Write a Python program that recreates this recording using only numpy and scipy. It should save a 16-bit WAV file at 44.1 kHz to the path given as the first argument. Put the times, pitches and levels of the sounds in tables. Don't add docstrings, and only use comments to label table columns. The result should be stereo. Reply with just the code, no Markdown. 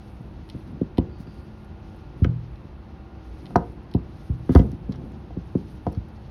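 import sys
import numpy as np
from scipy import signal
from scipy.fft import rfft, irfft
from scipy.io import wavfile

SR = 44100
rng = np.random.default_rng(int(sys.argv[2]) if len(sys.argv) > 2 else 0)


def wav_out(sig):
    wavfile.write(sys.argv[1], SR, np.round(np.clip(np.atleast_2d(sig).T, -1, 1) * 32767).astype(np.int16))


N = 277830
T = np.arange(N) / SR
F = np.maximum(np.arange(N // 2 + 1) * SR / N, 1)
LEFT_RIGHT = np.array([[1], [-1]])


def undb(db):
    return 10 ** (np.asarray(db) / 20)


def along(points):
    hz, value = np.transpose(points)
    return np.interp(np.log(F), np.log(hz), value)


def shaped(x, gain):
    return irfft(rfft(x) * gain, N)


def unit(x):
    return x / np.sqrt(np.mean(x ** 2))


def noise(colour, channels=2):
    return unit(shaped(rng.standard_normal((channels, N)), undb(along(colour))))


def wander(rate_hz):
    return unit(shaped(rng.standard_normal(N), np.exp(-(F / rate_hz) ** 2)))


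def swell(s, length):
    return np.exp(-(2 * (T - s) / length) ** 2)


def swells(moves):
    return sum(undb(db) * swell(s, length) for s, length, db in moves)


def contact(s, corner_hz):
    return np.exp(-2j * np.pi * F * s) / (1 + 1j * F / corner_hz) ** 4


def favouring(hz, q, freqs=F):
    return 1 / (1 + 1j * q * (freqs / hz - hz / freqs))


def ringing(modes, sag=0, sag_s=0.034):
    t = T[:SR]
    warped = t + sag * sag_s * (1 - np.exp(-t / sag_s))
    ring = sum(undb(db) * np.sin(2 * np.pi * hz * warped) * undb(-60 * t / t60) for hz, db, t60 in modes)
    return rfft(ring, N)


def alternating(modes):
    return ringing(modes[::2]) - ringing(modes[1::2])


def resonances(peaks):
    gain = sum(undb(db) * favouring(hz, hz / (2 * width)) ** 2 for hz, width, db in peaks)
    return gain / np.sqrt(np.mean(np.abs(gain) ** 2))


def voiced(burst, response):
    spectrum, weight = rfft(burst), np.abs(response) ** 2
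    power = np.abs(spectrum) ** 2
    return spectrum * np.sqrt(power.mean() * weight.mean() / (power * weight).mean(axis=1, keepdims=True))


def off_centre(x, lag_s):
    return shaped(x, np.exp(-1j * np.pi * F * lag_s * LEFT_RIGHT))


# frequency in Hz, relative level in dB.
RUMBLE_COLOUR = [(15, -56.5), (25, -20), (59, 3), (91, -3), (216, -18), (284, -27), (316, -15),
                 (414, -21.5), (769, -26), (4330, -47), (7630, -74), (9720, -60.5), (15800, -71)]
# frequency in Hz, side against mid in dB.
STEREO_WIDTH = [(60, -41.5), (200, -14), (380, -8), (700, 0), (2400, -7), (8000, 3.5)]
# centre in Hz, half-width in Hz, relative level in dB.
DUCT_PEAKS = [(870, 110, -4), (997, 210, -0.5), (1320, 34, -22.5), (2635, 130, -7.5)]
# pitch in Hz, relative level in dB.
FAN_TONES = [(209.9, -52), (263.8, -61), (317.6, -54.5), (360.7, -58), (775.2, -63.5), (872.1, -67.5),
             (1416, -70.5)]

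def ventilation(rumble_db=-40.5, fan_db=-2, duct_db=-61, waver_db=3.0, drift_rad=1.65):
    mid, side = noise(RUMBLE_COLOUR)
    rumble = (mid + LEFT_RIGHT * shaped(side, undb(along(STEREO_WIDTH)))) * undb(rumble_db)
    rush = undb(duct_db + wander(8.5)) * shaped(rng.standard_normal((2, N)), resonances(DUCT_PEAKS))
    hum = 0
    for hz, db in FAN_TONES:
        level = undb(db + fan_db + waver_db * wander(0.47))
        hum += level * np.sin(2 * np.pi * hz * T + drift_rad * wander(3.35))
    return rumble + rush + np.sqrt(2) * hum


# band centre in Hz, t60 in seconds.
ROOM_DECAY = [(100, 0.71), (400, 0.53), (1000, 0.25), (4000, 0.082), (12000, 0.11)]
# frequency in Hz, gain in dB.
REVERB_SEND = [(60, -6.5), (200, -10.5), (500, -11), (1200, -14), (4000, -12), (12000, -19.5)]

def room(x, predelay_s=0.0034, build_s=0.0012):
    mid, side = rfft(rng.standard_normal((2, N)))
    width = undb(along(STEREO_WIDTH))
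    field = (mid + LEFT_RIGHT * side * width) / np.sqrt(1 + width ** 2) * undb(along(REVERB_SEND))
    age = np.maximum(T - predelay_s, 0)
    tail = 0
    for centre_hz, t60 in ROOM_DECAY:
        band = along([(hz, hz == centre_hz) for hz, _ in ROOM_DECAY])
        fade = (1 - np.exp(-age / build_s)) * undb(-60 * age / t60)
        tail += irfft(field * band, N) * fade / np.sqrt(np.sum(fade ** 2))
    return signal.fftconvolve(x, tail, axes=1)[:, :N]


# centre in seconds, length in seconds, relative level in dB.
ARM_SWINGS = [(.08, 0.49, -71), (.61, 0.29, -71.5), (1.38, 0.21, -69), (1.6, 0.17, -75),
              (1.93, 0.22, -71.5), (2.2, 0.088, -74), (2.58, 0.2, -79), (3.27, 0.065, -73),
              (3.41, 0.2, -69.5), (3.62, 0.32, -72), (4.23, 0.3, -69.5), (4.58, 0.26, -64.5),
              (5.03, 0.59, -76), (5.55, 0.25, -70.5), (5.72, 0.12, -66.5), (5.88, 0.17, -73),
              (6.25, 0.52, -74)]
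# centre in seconds, length in seconds, relative level in dB.
PALM_RUBS = [(.21, 0.022, -35), (.75, 0.15, -35), (2.18, 0.11, -37.5), (3.49, 0.16, -37),
             (4.65, 0.058, -20.5), (5.05, 0.27, -34.5), (5.27, 0.15, -44.5), (5.9, 0.027, -39)]

def handling(rub_gain_db=-3, grip_db=-69, slide_gain_db=3, sleeve_gain_db=-2, uneven_db=2, crinkle_db=3):
    arm = swells(ARM_SWINGS)
    resting = undb(-47)
    rub = np.sqrt(resting ** 2 + swells(PALM_RUBS) ** 2 + settling() ** 2) * undb(uneven_db * wander(25))
    slide = np.hypot(undb(grip_db), undb(slide_gain_db) * arm) * undb(uneven_db * wander(19))
    sleeve = arm * undb(uneven_db * wander(21) + crinkle_db * (wander(500) - 0.5))
    wood = noise([(60, -44), (130, 5.5), (200, 0), (330, -6), (520, -20), (1200, -39), (4000, -109)], 1)
    skin = noise([(300, -22), (1500, 4.5), (3000, 11.5), (4600, 10.5), (5800, 7), (6700, 1.5),
                  (7700, -35.5), (15000, -49)])
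    cloth_colour = [(2000, -14), (7500, -27.5), (9200, -2.5), (12300, -6), (14000, -18), (16000, -21)]
    shared, *per_ear = noise(cloth_colour, channels=3)
    cloth = unit(off_centre(shared, lag_s=0.000027) + 0.98 * np.array(per_ear))
    return undb(rub_gain_db) * rub * wood + slide * skin + undb(sleeve_gain_db) * sleeve * cloth


# centre in seconds, length in seconds, level in dB.
GRIP_SCUFFS = [(1.211, 0.043, -58.5), (4.544, 0.06, -50), (4.587, 0.06, -57.5)]

def scuffs(rough_db=4):
    hiss = noise([(2500, 1), (5000, 2), (6300, -1), (7600, -13), (9500, -2), (12000, -3),
                  (14000, -18), (16000, -4)])
    return swells(GRIP_SCUFFS) * undb(rough_db * wander(190)) * hiss


# centre in seconds, length in seconds, pitch in Hz, level in dB.
PIVOT_SQUEAKS = [(1.167, 0.2, 4580, -70.5), (1.34, 0.25, 4650, -70)]

def squeaks(half_width_hz=230, broken_db=3):
    out = 0
    for s, length, hz, db in PIVOT_SQUEAKS:
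        whistle = shaped(rng.standard_normal(N), resonances([(hz, half_width_hz, 0)]))
        out += undb(db) * swell(s, length) * whistle
    return out * undb(broken_db * wander(40))


# start in seconds, ping level in dB, ping centre in Hz, barrel level
# in dB, burst t60 in seconds, crack level in dB. Levels are before filtering.
STEEL_TICKS = [(0.5, -48, 4120, -58, 0.031, -47), (0.981, -49, 12000, -71, .008, -38),
               (0.811, -66, 9000, -40, .012, -59), (1.271, -54, 4540, -42, 0.019, -70),
               (1.645, -55, 10140, -74, .036, -62), (2.243, -44, 5700, -27, 0.026, -40.5),
               (2.555, -54, 4400, -66, 0.028, -68), (3.558, -21.5, 4600, -58, 0.006, -38),
               (3.559, -24.5, 5400, -58, 0.012, -34.5), (3.7205, -55, 11000, -80, .008, -54),
               (3.833, -52, 7500, -70, .008, -59), (3.913, -48, 4400, -71, 0.027, -56),
               (3.922, -56, 10500, -72, .01, -57), (3.941, -53, 11500, -70, .008, -49),
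               (4.49, -69, 4000, -48.5, 0.86, -69), (4.55, -31.5, 4600, -17, 0.0077, -34),
               (4.5569, -51, 5500, -29, 0.033, -50), (4.588, -50, 6100, -41, 0.12, -46),
               (4.594, -38, 3160, -43, 0.014, -58.5), (4.7166, -35, 6300, -70, 0.0072, -44),
               (4.92, -41.5, 4830, -45, 0.038, -61), (4.938, -67, 3960, -48.5, 0.12, -68),
               (4.957, -48, 4870, -60, 0.022, -58), (5.048, -54, 4460, -66, .007, -56),
               (5.1198, -42, 7600, -62, 0.0069, -57), (5.865, -44, 4900, -38, 0.023, -57),
               (5.922, -43, 9400, -64, 0.016, -48), (5.928, -46, 5200, -60, .012, -49),
               (5.947, -48, 4400, -48, 0.02, -62), (6.086, -53, 8700, -72, 0.0037, -48)]
# centre in Hz, half-width in Hz, relative level in dB.
PING_PEAKS = [(2900, 230, -13), (3160, 220, 21), (3600, 88, -21.5), (4050, 270, 15), (4400, 130, 10.5),
              (5500, 400, 11.5), (6500, 140, -9), (10600, 2100, 0), (11000, 680, 2), (13000, 1100, -22)]
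# centre in Hz, half-width in Hz, relative level in dB.
BARREL_PEAKS = [(1260, 230, 4.5), (1610, 52, 3.5), (1600, 200, -14.5), (2080, 170, -0.5), (2330, 97, -13),
                (2940, 340, -4)]

def ticks(grit_db=4, spread=0.94, rise_s=0.00079, ping_q=4.0, crack_t60_s=0.0085, crack_hz=8500):
    ping, barrel, crack = np.zeros((3, 2, N + SR))
    t = T[:SR // 8]
    freqs = np.maximum(np.fft.rfftfreq(len(t), 1 / SR), 1)
    steel = resonances(PING_PEAKS)
    for s, ping_db, hz, barrel_db, t60, crack_db in STEEL_TICKS:
        shared, left, right, size = rng.standard_normal((4, len(t)))
        grit = unit((shared + spread * np.array([left, right])) * undb(grit_db * size))
        burst = grit * (1 - np.exp(-t / rise_s)) * undb(-60 * t / t60)
        favour = favouring(hz, ping_q, freqs)
        drive = voiced(burst, favour * np.interp(freqs, F, steel))
        span = slice(int(s * SR), int(s * SR) + len(t))
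        ping[:, span] += undb(ping_db) * irfft(favour * drive, len(t))
        barrel[:, span] += undb(barrel_db) * burst
        crack[:, span] += undb(crack_db) * shared * undb(-60 * t / crack_t60_s)
    high_pass = 1 / (1 + (crack_hz / F) ** 12)
    ring = 2 * shaped(ping[:, :N], steel) + shaped(barrel[:, :N], resonances(BARREL_PEAKS))
    return ring + shaped(crack[:, :N], high_pass)


# second click's start in seconds, drive in dB, contact corner
# in Hz, first click against the second in dB, favoured frequency in Hz.
DOUBLE_CLICKS = [(0.499, -36.5, 9300, -8.5, 4150), (0.9817, -25.5, 5330, -9, 3000),
                 (3.4655, -40.5, 6000, 2, 4020), (3.9474, -42.5, 6500, 8, 4400)]
# pitch in Hz, relative level in dB, t60 in seconds.
LEVER_MODES = [(1965, -7, 0.02), (2544, -11.5, 0.024), (2920, -8.5, 0.032), (3190, -5, 0.021),
               (3580, -5.5, 0.025), (4130, 0, 0.014), (4750, -7, 0.024), (5330, -1, 0.011),
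               (9800, 13, 0.0047), (11300, 14.5, 0.006)]

def lever_clicks(play_s=0.009, vary_db=0.5, detune=0.0038, spot_q=0.93):
    spectrum = 0
    for s, db, corner_hz, first_db, spot_hz in DOUBLE_CLICKS:
        chance = rng.standard_normal((len(LEVER_MODES), 2))
        modes = [(hz * (1 + detune * shift), mode_db - vary_db * dip, t60)
                 for (hz, mode_db, t60), (shift, dip) in zip(LEVER_MODES, chance)]
        strikes = contact(s, corner_hz) + undb(first_db) * contact(s - play_s, corner_hz)
        spectrum += undb(db) * strikes * favouring(spot_hz, spot_q) * alternating(modes)
    return irfft(spectrum, N)


# start in seconds, drive in dB, contact corner in Hz.
STOP_STRIKES = [(2.2452, -24.5, 7500), (2.2491, -35.5, 7000)]
# pitch in Hz, relative level in dB, t60 in seconds.
STOP_MODES = [(1250, -2.5, 0.023), (1500, -4.5, 0.033), (1690, -5.5, 0.016), (1954, -10.5, 0.028),
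              (2220, -9.5, 0.029), (2560, -7.5, 0.015), (2980, -8, 0.024), (3260, -13.5, .02),
              (3970, -13, 0.0088), (5700, -7.5, 0.012)]

def lever_stop():
    strikes = sum(undb(db) * contact(s, hz) for s, db, hz in STOP_STRIKES)
    return irfft(strikes * alternating(STOP_MODES), N)


# start in seconds, drive in dB, contact corner in Hz.
LANDINGS = [(4.4932, -50, 4000), (4.5509, -36, 7000), (4.5925, -48, 6000)]
# pitch in Hz, relative level in dB, t60 in seconds.
BODY_MODES = [(2017, -2, 0.067), (2017, -1.5, 0.083), (3160, -14, .091), (4660, 6, 0.025), (4770, -5, 0.04)]

def body_ring():
    strikes = sum(undb(db) * contact(s, hz) for s, db, hz in LANDINGS)
    return irfft(strikes * ringing(BODY_MODES), N)


# start in seconds, drive in dB, push corner in Hz.
FULL_STROKES = [(2.269, -19.5, 301), (3.966, -34.5, 300), (4.313, -29.5, 500), (4.575, -27, 900)]
# pitch in Hz, relative level in dB, t60 in seconds.
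FRAME_MODES = [(89.4, -2, 0.4), (120.6, 3.5, 0.6), (161.4, -1.5, 0.68), (246, -10, 0.44), (317, -13, 0.17),
               (443, -6, 0.096)]

def shudders():
    pushes = sum(undb(db) * contact(s, hz) for s, db, hz in FULL_STROKES)
    return irfft(pushes * ringing(FRAME_MODES, sag=0.077), N)


# start in seconds, drive in dB, contact corner in Hz,
# favoured frequency in Hz, focus as a Q.
EDGE_HITS = [(0.9814, 11, 368, 980, 5.5), (2.2503, -20, 890, 507, 3.6), (3.507, -38.5, 1780, 895, 0.33),
             (3.5578, -8.2, 6420, 810, 0.69), (3.9481, -10.5, 597, 943, 2.5),
             (4.4934, -30.5, 5400, 1960, 0.4), (4.5499, -28.5, 6450, 1270, .15),
             (4.5602, -16.5, 6500, 1070, .7), (4.5933, -11.5, 856, 488, 2.8), (5.306, -28, 670, 560, 0.77),
             (5.552, -37.5, 2500, 1100, 1.8), (5.8669, -16, 1200, 800, .1)]
# pitch in Hz, relative level in dB, t60 in seconds.
WOOD_MODES = [(310.8, -4.5, 0.098), (467.4, -18.5, 0.21), (530.5, -17, 0.1), (700.8, -13, 0.11),
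              (716.4, -4, 0.056), (760, -6.5, 0.041), (848, -17.5, 0.13), (921, 2.5, 0.029),
              (1194, -5, 0.029), (1290, -25, .037), (1430, -12, .06), (1530, -23.5, .029),
              (1600, -27.5, .033), (1890, -19.5, .03)]

def clacks(rebound_s=0.0039, rebound=0.49, dull_hz=2270, travel_ms=1.52):
    pushes = 0
    for s, db, corner_hz, spot_hz, q in EDGE_HITS:
        strikes = contact(s, corner_hz) + rebound * contact(s + rebound_s, corner_hz)
        pushes += undb(db) * strikes * favouring(spot_hz, q)
    khz = F / 1000
    chirp = np.exp(-2j * np.pi * travel_ms * (2 * np.sqrt(khz) - khz))
    low_pass = 1 / (1 + (F / dull_hz) ** 14)
    return irfft(pushes * chirp * ringing(WOOD_MODES) * low_pass, N)


# start in seconds, knock drive in dB, contact corner in Hz,
# thump drive in dB, relative distance.
BENCH_KNOCKS = [(0.5422, 30.5, 218, 11, 0.81), (0.8087, 37, 383, 39.5, .96), (0.9843, 45, 286, 53, 0.22),
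                (1.196, 26, 198, 21, 0.69), (1.267, 19, 310, 3, .99), (2.2155, 34, 214, 59.5, 0.631),
                (2.2472, 34.5, 328, 44.5, 0.36), (2.293, 21, 222, 39.5, 0.5),
                (3.5548, 40.5, 354, 50.5, 0.85), (3.558, 34, 482, 41.5, 1.02),
                (3.9445, 41.5, 290, 52.5, 0.77), (4.2923, 18, 179, 53, 0.79), (4.488, 42, 317, 45, 0.905),
                (4.5016, 44.5, 210, 30, 0.56), (4.5486, 47.5, 395, 68, 0.84),
                (4.5596, 40.5, 256, 62.5, 0.588), (4.5953, 47.5, 217, 25.5, .43),
                (4.6387, 32, 244, 36, .72), (4.724, 31, 224, 18, .88), (4.8864, 36, 236, 10.5, 0.92),
                (5.305, -2, 800, 32, .66), (5.3649, 36.5, 216, 9, .895), (5.5474, 40, 339, 34, 0.94),
                (5.8679, 34, 314, 45.5, .82), (5.9712, -1, 169, 49.5, 0.24)]
# travel time in milliseconds
# at 1 kHz and distance 1, signed gain.
WAVE_PATHS = [(4.42, 0.91), (5.21, 0.34), (5.99, -0.00013), (9.67, -0.2), (11.26, 0.21)]

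def knocks(thump_hz=95, spring_hz=110, lowest_hz=70, absorbed_hz=680):
    phase_per_ms = 4 * np.pi * np.sqrt(F / 1000)
    (direct_ms, direct_gain), *edges = WAVE_PATHS
    echoes = direct_gain + sum(gain * np.exp(-1j * phase_per_ms * (ms - direct_ms)) for ms, gain in edges)
    spring = F / np.hypot(F, spring_hz)
    waves = 0
    for s, db, corner_hz, thump_db, distance in BENCH_KNOCKS:
        push = undb(db) * spring * contact(s, corner_hz) + undb(thump_db) * contact(s, thump_hz)
        waves += push * np.exp(-1j * phase_per_ms * direct_ms * distance)
    low_cut = signal.freqs(*signal.butter(5, lowest_hz, "high", analog=True), F)[1]
    absorption = np.exp(-(F / absorbed_hz) ** 3)
    return irfft(-waves * echoes * low_cut * absorption, N)


def settling(gain_db=-64, rise_s=0.0028, decay_s=0.037):
    power = 0
    for s, db, *_ in BENCH_KNOCKS:
        age = np.maximum(T - s, 0)
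        power += (undb(db + gain_db) * (1 - np.exp(-age / rise_s)) * np.exp(-age / decay_s)) ** 2
    return np.sqrt(power)


# frequency in Hz, left against right in dB.
BENCH_PAN = [(100, .5), (200, 1), (380, 3.2), (700, 9.5), (1100, 8.5), (1500, 4.5), (2400, .5)]

def scene(bench_lag_s=0.00009, steel_lag_s=0.000027, clack_send_db=2, knock_send_db=-4, steel_send_db=-2):
    sub_cut = 1 / (1 + (56 / F) ** 8)
    dull = shaped(knocks(), sub_cut)
    hard = shaped(clacks(), sub_cut)
    boom = shaped(shudders(), sub_cut)
    steel = ticks() + lever_clicks() + lever_stop() + body_ring()
    pan = undb(LEFT_RIGHT * along(BENCH_PAN) / 2)
    bench = off_centre(shaped(dull + hard, pan / pan.mean(axis=0)), bench_lag_s)
    wood_send = undb(clack_send_db) * hard + undb(knock_send_db) * dull
    reverb = room(wood_send + undb(steel_send_db) * steel.mean(axis=0, keepdims=True))
    friction = handling() + scuffs() + squeaks()
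    return bench + off_centre(steel, steel_lag_s) + reverb + boom + friction + ventilation()


def record(dry, ceiling=1.0, top_hz=15850):
    rounded = dry / (1 + (dry / ceiling) ** 6) ** (1 / 6)
    return signal.sosfilt(signal.ellip(8, 0.2, 70, top_hz, fs=SR, output="sos"), rounded)


dry = scene()
out = record(dry)
wav_out(out)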